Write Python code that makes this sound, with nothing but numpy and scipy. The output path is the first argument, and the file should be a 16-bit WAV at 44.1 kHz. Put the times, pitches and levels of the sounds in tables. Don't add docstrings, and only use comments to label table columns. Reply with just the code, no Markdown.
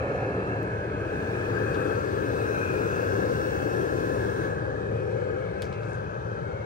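import sys
import numpy as np
from scipy import signal
from scipy.fft import rfft, irfft
from scipy.io import wavfile
from scipy.ndimage import uniform_filter1d

SR = 44100
rng = np.random.default_rng(int(sys.argv[2]) if len(sys.argv) > 2 else 0)


def put_to_file(sound):
    columns = np.atleast_2d(sound).T
    safe = np.clip(columns, -1, 1)
    whole_steps = np.round(safe * 32767)
    wavfile.write(sys.argv[1], SR, whole_steps.astype(np.int16))


def gain_from_decibels(decibels):
    exponent = np.asarray(decibels, float) / 20
    return 10 ** exponent


N = 293265
SIZE, HOP = 2048, 512
HZ = np.fft.rfftfreq(SIZE, 1 / SR)[:, None]
S = (np.arange(N // HOP + 6) * HOP / SR)[None]

# (time [s], peak level [dB], colour [Hz], t60 [s], left-right [dB])
TAPS = [(.629, -45, 7500, .008, 2), (1.13, -62, 5000, .05, 3), (1.7435, -40, 2000, .025, 3),
        (1.751, -45, 1900, .08, 3), (4.585, -62, 9000, .02, 3), (5.6201, -46, 7500, .008, 1),
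        (5.6203, -34.5, 4800, .011, 1), (5.63, -68, 15000, .22, 1), (5.62, -34.5, 2000, .03, 3),
        (5.6265, -35.5, 2300, .016, 4), (5.633, -43, 2000, .03, 4), (5.624, -51, 4200, .085, 3),
        (5.641, -48, 2600, .06, 4), (5.652, -51, 3000, .06, 4), (5.658, -55, 4500, .02, 4),
        (5.727, -57, 3600, .02, 5), (5.83, -56, 2000, .12, 4), (5.667, -54, 2500, .08, 4),
        (5.7264, -46, 2000, .04, 5), (5.736, -52, 2100, .08, 5)]
# (time [s], level [dB])
SLEEVE = [(5.78, -80), (5.82, -65), (5.86, -63), (5.885, -58.5), (5.935, -57), (5.96, -63), (6.02, -68),
          (6.06, -80)]

# (frequency [Hz], likeness [0-1])
PORT_LIKENESS = [(30, .05), (50, .25), (80, .92), (150, .97), (300, .92), (600, .88), (1000, .55),
                 (1300, .96), (1650, .88), (1950, .4), (2550, .75), (4000, .45), (9000, .3)]
# (frequency [Hz], left-right [dB])
BODY_SHADOW = [(3000, 0), (5500, 4), (7500, 1.5), (9200, -9.5), (10500, 1.5)]
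# (time [s], nearness [dB], turn [0 facing it, 1 leaving it on the left])
CAMERA = [(0, -2, 0.075), (.25, -0.4, 0.08), (.6, -1, 0.39), (.85, -2.5, 0.52), (1.2, -1, 0.57),
          (1.6, 0, 0.82), (1.8, 1.5, 0.82), (2.1, -0.2, 1.12), (2.4, 1.6, 0.96), (3, 1.5, 1.04),
          (3.5, 1.1, 1.13), (4.2, 2.1, 1.13), (4.8, -2, 1.04), (5.2, -1, 1.18), (5.45, -3.5, 1.08),
          (5.8, -4.5, 1.08), (6.05, -6, 1.07), (6.65, -8, 1.08)]
# (time [s], nearness [dB], left-right [dB], right lag [ms])
MOUTH = [(0, -0.5, 1.5, 0.31), (.4, 1.5, 0, 0.26), (.75, 1.5, -1.5, 0.39), (1.05, -2, -0.5, 0.22),
         (1.4, 0, 2.5, 0.14), (1.75, 3.5, 16.5, 0.43), (2, 3, 10, 0.48), (2.2, -1, 6.5, 0.4),
         (2.6, -1.5, 5, 0.45), (3.1, -1, 4.5, 0.55), (3.8, -1.5, 4.5, 0.36), (4.3, -1, 2, 0.35),
         (4.65, -2, 1, 0.32), (5.1, -10, 2, 0.23), (5.45, -7, 5.5, 0.21), (5.8, -6.5, 4.3, 0.62),
         (6.05, -1, 4, 0.42), (6.65, -7, 2.5, 0.51)]
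# (time [s], swing [dB], left-right [dB])
DOOR_ECHO = [(0, 2, -6), (.35, -1.5, -2), (.7, -3.5, 1), (1, 0, 1), (1.35, 1, -6), (1.8, -2.5, -1),
             (2.1, -4.5, 1.5), (2.7, 4, 5.5), (3.2, -2.5, 0.5), (3.6, -0.5, -4), (3.9, -1, 6.5),
             (4.4, -4.5, 4.5), (4.7, -7, -0.5), (5, 3.5, 3.5), (5.45, -2, -0.5), (5.8, 1.5, 2.5),
             (6, -5.5, 8.5), (6.65, -4.5, 1)]
# (time [s], upper half level [dB])
ROAR_TILT = [(0, 0), (.45, -3), (.9, -0.5), (1.3, -4), (1.65, -2), (2, -4), (2.3, -0.5), (2.55, -3.5),
             (2.9, -5), (3.2, 1.5), (3.5, -0.5), (3.8, -3), (4.2, -4), (4.65, -0.5), (5, 2), (5.4, 3),
             (6, 1), (6.65, 3.5)]
# (time [s], opening [0-1])
LID = [
    (.9, 0.24),
    (1.15, 0.68),
    (1.3, 0.73),
    (1.9, 0.86),
    (2.5, 0.94),
    (3.4, 0.98),
    (4.2, 0.9),
    (4.45, 0.85),
    (4.68, 0),
]

# (order, shut level [dB], gain when open [dB], share of echo swing,
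# share of mouth lean, throb [dB])
SHAFT_ORDERS = [(3, -45, 0, 0, 0, 3.5), (22, -68, 7, 0, 0, 0), (28, -68, 16, 0, -.7, 0),
                (30, -70, 7.5, -.4, .7, 0), (416.2, -116, 26, 0, 0, 0), (426.15, -104, 27, 0, 0, 0)]
# (order, level [dB])
FAINT_ORDERS = [(84, -76), (86, -75), (90, -79), (120, -83)]

# (frequency [Hz], band number)
HISS_REGION = [(3000, -.2), (4300, .1), (5300, .9), (6400, 1.1), (7100, 1.8), (10300, 2.3), (11800, 3)]
HISS_WIDTHS = [1900, 2200, 3300, 4900]
# (frequency [Hz], level [dB])
HISS_COLOUR = [(1500, -42), (2300, -11.5), (2800, -7.5), (3600, -4), (4200, -4.5), (6300, 6), (6900, 1.5),
               (8600, 3.5), (10700, -3), (12000, -9), (15500, -11.5)]
# (shut level [dB], gain when open [dB], bend of the opening law, share of case nearness)
HISS_MIX = [
    (-57.5, 6.5, 2.1, 0.2),
    (-70.5, 10.5, 2.3, 0.15),
    (-73, 9.5, 1.46, 0.71),
    (-75.5, 21.5, 1.9, 0.74),
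]

# (frequency [Hz], width [Hz], level [dB], right lag [ms])
OPEN_RING = [(1340, 180, -38.5, .385), (2160, 110, -55.5, 0.24)]
# (frequency [Hz], width [Hz], level [dB])
SHUT_RING = [(414, 84, -43.5), (504, 19, -43)]
# (frequency [Hz], width [Hz], level [dB])
FRONT_RING = [(690, 110, -42.5), (4110, 230, -66.5), (4780, 200, -78)]

# (frequency [Hz], width [Hz], level [dB])
PIPE_MODES = [
    [(1298, 240, 0)],
    [(1564, 120, 2), (1673, 103, 0.5)],
    [(2200, 230, 0)],
    [(2536, 228, 13), (2570, 25, 2)],
]
# (level [dB], share of mouth nearness, gain with lid open [dB], share of echo swing,
# share of mouth lean)
PIPE_MIX = [
    (-43, 0.63, -2.5, 0.091, 0.26),
    (-37.5, 0.55, 2.5, 0.041, .01),
    (-56.5, 0.88, -5, -0.025, 0.076),
    (-49, 1.04, 0.5, 1.4, .01),
]
# (time [s], pitch factor, right lag [ms])
SECOND_SLIDE = [(0, 1.045, 0.25), (.5, 1.013, 0.26), (1, 0.989, 0.12), (1.4, 1.013, 0.24),
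                (1.75, 1.015, 0.15), (2.2, 1.016, 0.44), (2.7, 0.98, 0.29), (3.3, 1, 0.37),
                (3.8, 1.022, 0.34), (4.3, 1.007, 0.48), (4.8, 1.012, 0.38), (5.3, 0.99, 0.37),
                (6, 0.99, 0.43), (6.65, 0.97, 0.31)]
# (time [s], pitch factor, swell of the third resonance [dB])
TOP_SLIDE = [(0, 1, 3.5), (.5, 1.03, 2), (1, 0.996, 2), (1.7, 1, -5), (2.2, 1.01, 3), (2.7, 0.992, 5.5),
             (3.4, 1.05, 2), (4, 1.015, -3), (4.45, 1.02, 5.5), (4.75, 0.99, -12), (5.1, 0.98, 3),
             (5.5, 1.02, 9), (5.85, 1.02, 5), (6.2, 0.98, -10), (6.65, 1.04, 8)]
# (time [s], first level [dB], second level [dB])
PAST_CASE = [(0, 2, -3), (.35, 1.5, -2.5), (.75, 0, -2), (1.05, 0, -2), (1.35, -1, -2), (1.65, 0.5, 0.5),
             (1.95, 1.5, -3), (2.25, -1, -3.5), (2.6, 4, 0.5), (3.1, -2, 0), (3.5, -3, -0.5),
             (3.9, -7, -1.5), (4.35, 0.5, -3), (4.65, 3, -1), (4.9, 2.5, .5), (5.5, -0.5, 0),
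             (5.9, -0.5, -5), (6.65, -1, -1)]

# (frequency [Hz], level [dB])
RUMBLE = [(25, -36), (43, -35), (62, -13.5), (80, -5), (110, -0.5), (150, -8), (190, -6), (240, -16.5),
          (300, -32.5), (500, -90)]
# (frequency [Hz], level [dB])
ROAR = [(120, -85), (200, -39.5), (245, -11), (300, -4), (340, -5.5), (375, -3), (425, 0), (475, -1.5),
        (515, -0.5), (560, -5.5), (600, -8), (670, -21.5), (780, -35), (1100, -88.5)]
# (frequency [Hz], level [dB])
KNEE = [(400, -84), (600, 1), (700, -6.5), (770, -1.5), (870, -6), (950, -25.5), (1300, -93)]
# (frequency [Hz], level [dB])
UPPER_ROAR = [(600, -93), (820, -19), (900, 7.5), (1050, 4), (1180, -6.5), (1450, -2), (1950, -8.5),
              (2400, -25), (3000, -31), (5000, -87.5)]
# (frequency [Hz], factor)
ROAR_LEAN = [(200, .1), (300, 1), (700, .9), (1100, .5), (2000, .4)]
# (level [dB], share of case nearness, share of mouth nearness, gain for a full turn [dB],
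# gain with lid open [dB])
BURNER_MIX = [
    (-34, 0.26, 0.038, 0, -0.16),
    (-29, 1.22, 0.012, -0.02, -0.62),
    (-40, 0.31, 0.15, -2, 0.6),
    (-46, .05, 0.14, -1, 2.5),
]


def read(points, hz=HZ):
    f, value = np.transpose(points)
    return np.interp(np.log(hz + 1), np.log(f + 1), value)


def curves(rows, s=S):
    at, *columns = np.transpose(rows)
    return [np.interp(s, at, c) for c in columns]


def unit(power):
    return power / power.sum()


def peak(hz, width):
    return unit(1 / (1 + (2 * (HZ - hz) / width) ** 2) ** 2)


def drift(rate_hz, s):
    f = np.geomspace(rate_hz / 20, rate_hz, 20)
    turns = rng.random(20)
    wave = sum(np.sin(2 * np.pi * (a * s + b)) / np.sqrt(a) for a, b in zip(f, turns))
    return wave / wave.std()


def air(power, pan_db, lag_ms, patchy_db, comb_db):
    a, b, c, d, patches, comb = rng.standard_normal((S.size, HZ.size, 6)).T
    patches = uniform_filter1d(uniform_filter1d(patches, size=14, axis=0), size=9, axis=1)
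    comb = uniform_filter1d(comb, size=7, axis=0)
    comb = uniform_filter1d(uniform_filter1d(comb, size=40, axis=1), size=40, axis=1)
    comb = comb / comb.std() * np.clip(HZ / 600, 0, 1)
    same = np.clip(read(PORT_LIKENESS), 0, 1)
    left, other = a + 1j * b, c + 1j * d
    delay = np.exp(-2j * np.pi * HZ * lag_ms / 1000)
    right = same * left * delay + np.sqrt(1 - same ** 2) * other
    left_share = 1 / (1 + gain_from_decibels(-2 * pan_db))
    z = np.array([left * np.sqrt(left_share), right * np.sqrt(1 - left_share)])
    z *= np.sqrt(power) * gain_from_decibels(patchy_db * patches / patches.std() + comb_db * comb)
    return np.sqrt(3) * signal.istft(z, nperseg=SIZE, noverlap=SIZE - HOP)[1][:, :N]


def hand():
    out, t = np.zeros((2, N)), np.arange(6000) / SR
    for s, db, hz, t60, pan_db in TAPS:
        band = signal.butter(3, [hz / 2.5, min(hz * 2.2, 19000)], "band", fs=SR, output="sos")
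        noise = rng.standard_normal((3, len(t)))
        burst = signal.sosfilt(band, noise[:2] * .6 + noise[2])
        burst = burst / burst.std() * np.minimum(t / .0008, 1)
        pan = np.array([[pan_db / 2], [-pan_db / 2]])
        at = round(s * SR)
        out[:, at:at + len(t)] += burst * gain_from_decibels(db - 60 * t / t60 + pan)
    band = signal.butter(2, [4500, 9000], "band", fs=SR, output="sos")
    rub = signal.sosfilt(band, rng.standard_normal((2, N)))
    grain_db = 3 * np.repeat(rng.standard_normal(N // 150 + 1), 150)[:N]
    rub_db = np.interp(np.arange(N) / SR, *np.transpose(SLEEVE), left=-120, right=-120)
    return out + rub * gain_from_decibels(grain_db) * gain_from_decibels(rub_db)


def motor():
    shaft_hz, throb_s, throb_top_s = 36.78, 0.885, 1.465
    t = np.arange(N) / SR
    slow = t[::HOP]
    speed = 1 + np.interp(t, slow, drift(2, slow)) * .0009
    turns = np.cumsum(shaft_hz * speed) / SR
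    lid, echo_db, lean_db = curves(LID, t)[0], curves(DOOR_ECHO, t)[0], curves(MOUTH, t)[1]
    throb = np.cos(2 * np.pi * (t - throb_top_s) / throb_s)
    levels_db = {}
    for order, db, open_db, a, b, throb_db in SHAFT_ORDERS:
        levels_db[order] = db + open_db * lid ** 2 + a * echo_db + b * lean_db + throb_db * throb
    for order, db in FAINT_ORDERS:
        levels_db[order] = db + 0 * t
    out = np.zeros((2, N))
    lean = gain_from_decibels(np.array([[.6], [-.6]]))
    for order, db in levels_db.items():
        waver_db = 2.4 * np.interp(t, slow, drift(12, slow))
        lag = order * shaft_hz * 0.000194 * np.array([[0], [1]])
        tone = np.sin(2 * np.pi * (order * turns - lag + rng.random()))
        out += gain_from_decibels(db + 5.0 + waver_db) * lean * tone
    return out


def blower():
    near_db, lid = curves(CAMERA)[0], np.clip(curves(LID)[0], 0, 2)
    levels_db = [db + open_db * lid ** bend + share * near_db for db, open_db, bend, share in HISS_MIX]
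    per_bin_db = [db - 10 * np.log10(width / HZ[1]) for db, width in zip(levels_db, HISS_WIDTHS)]
    pan_db = 2.5 - 2 * lid - 0.81 * near_db
    region = read(HISS_REGION)
    step = np.clip(region.astype(int), 0, 2)
    below, above = np.choose(step, per_bin_db), np.choose(step + 1, per_bin_db)
    power = gain_from_decibels(2 * (below + (above - below) * (region - step) + read(HISS_COLOUR)))
    pan_db = .8 * pan_db * (HZ < 8000) + read(BODY_SHADOW)
    return air(power, pan_db, lag_ms=0.397, patchy_db=1.5, comb_db=1.5)


def case():
    (near_db, turn), lid = curves(CAMERA), np.clip(curves(LID)[0], 0, 1)
    hum_near_db = 2.95 * near_db
    hum = peak(787.6, 13) * gain_from_decibels(2 * (-48.5 + hum_near_db)) * ((1 - lid) * turn) ** 4
    standing = sum(peak(f, w) * gain_from_decibels(2 * (db + hum_near_db)) for f, w, db in SHUT_RING)
    standing = standing * (1 - 0.73 * lid) * turn ** 4
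    mouth = sum(peak(f, w) * gain_from_decibels(2 * db) for f, w, db, _ in OPEN_RING) * lid ** 3
    front = sum(peak(f, w) * gain_from_decibels(2 * db) for f, w, db in FRONT_RING) * np.clip(1 - 2 * turn, 0, 1)
    ring_ms, upper_ring_ms = [row[3] for row in OPEN_RING]
    lag_ms = np.select([HZ < 650, HZ < 1000, HZ < 1800], [.55, .1, ring_ms], upper_ring_ms)
    return air(hum + standing + mouth + front, 0.67, lag_ms, patchy_db=-0.1, comb_db=0.5)


def pipe():
    (near_db, low_pan_db, first_ms), (echo_db, high_pan_db) = curves(MOUTH), curves(DOOR_ECHO)
    turn, lid = curves(CAMERA)[1], curves(LID)[0]
    (second, second_ms), (top, swell_db) = curves(SECOND_SLIDE), curves(TOP_SLIDE)
    swells_db = (*curves(PAST_CASE), swell_db, 0)
    slides = (1, second, 1, top)
    power = 0
    for mix, group, slide, group_swell_db in zip(PIPE_MIX, PIPE_MODES, slides, swells_db):
        db, near, lid_db, echo, lean = mix
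        level_db = db + near * near_db + lid_db * lid + echo * echo_db + lean * low_pan_db + group_swell_db
        peaks = sum(gain_from_decibels(2 * d) / (1 + (2 * (HZ - hz * slide) / width) ** 2) ** 2 for hz, width, d in group)
        power = power + gain_from_decibels(2 * level_db) * peaks / peaks.sum(0)
    facing = np.clip(1 - 2 * turn, 0, 1)
    high_ms = .45 - .11 * lid ** 2 - .018 * high_pan_db + .13 * (.5 - facing)
    high = HZ > 1950
    lag_ms = np.where(high, high_ms, np.where(HZ > 1450, second_ms, first_ms))
    pan_db = np.where(high, high_pan_db, low_pan_db)
    return gain_from_decibels(-1.02) * air(power, pan_db, lag_ms, patchy_db=1.17, comb_db=1.1)


def burner():
    (near_db, turn), mouth_db, lid = curves(CAMERA), curves(MOUTH)[0], curves(LID)[0]
    power = 0
    for mix, shape in zip(BURNER_MIX, (RUMBLE, ROAR, KNEE, UPPER_ROAR)):
        db, near, mouth, turn_db, lid_db = mix
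        level_db = db + near * near_db + mouth * mouth_db + turn_db * turn + lid_db * lid
        power = power + gain_from_decibels(2 * level_db) * unit(gain_from_decibels(2 * read(shape)))
    notch_db = -4.5 * np.exp(-((HZ - 256) / 54.4) ** 2) * np.clip(1 - lid, 0, 1) * turn
    tilt_db = curves(ROAR_TILT)[0] * np.exp(-((HZ - 550) / 70) ** 2)
    power = power * gain_from_decibels(2 * (notch_db + tilt_db))
    pan_db = read(ROAR_LEAN) * (-1 + 7.5 * turn + 0.14 * near_db) + .7
    lag_ms = -0.1 + 0.64 * turn
    low_ms = lag_ms * np.clip(250 / (HZ + 1), 1, 1.4)
    mouth_ms = np.clip(lag_ms + .25 * (S > .3), 0, .5)
    lag_ms = np.where(HZ > 680, mouth_ms, low_ms)
    return gain_from_decibels(-.4) * air(power, pan_db, lag_ms, patchy_db=.6, comb_db=1.1)


def scene():
    return hand() + motor() + blower() + case() + pipe() + burner()


def roll_off(x):
    return signal.sosfilt(signal.butter(12, 16300, fs=SR, output="sos"), x)


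def record(dry):
    no_mid_hz, no_side_hz, top_hz = (10350, 12350), (13500, 15300), 15780
    pad = 2048
    dry = np.pad(dry, ((0, 0), (pad, pad)), "reflect")
    size = dry.shape[1]
    hz, t = np.fft.rfftfreq(size, 1 / SR), (np.arange(size) - pad) / SR
    left, right = rfft(dry) * (hz < top_hz)
    edges = [hz < no_mid_hz[0], hz < no_mid_hz[1], hz < no_side_hz[0], hz < no_side_hz[1]]
    mid_db = np.select(edges[:3], [0, -32, 1], 3)
    side_db = np.select(edges, [0, 3, -1, -40], 2)
    gap = mid_db < 0
    mono = dry.mean(0)
    snaps = sum(np.exp(-((t - s) / .003) ** 2) for s in (.63, 5.621))
    kept = .6 * rfft(mono * snaps) * gap
    shut = np.clip(1 - 1.6 * curves(LID, t)[0], 0, 1)
    flicker = shut * np.clip(2 * drift(25, t) + .5, 0, 1)
    kept = kept + .8 * rfft(mono * flicker) * gap * (hz < no_mid_hz[0] + 600)
    mid = (left + right) / 2 * gain_from_decibels(mid_db) + kept
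    side = (left - right) / 2 * gain_from_decibels(side_db)
    mix = irfft(np.array([mid + side, mid - side]), size)[:, pad:-pad]
    return roll_off(mix)


dry = scene()
out = record(dry)
put_to_file(out)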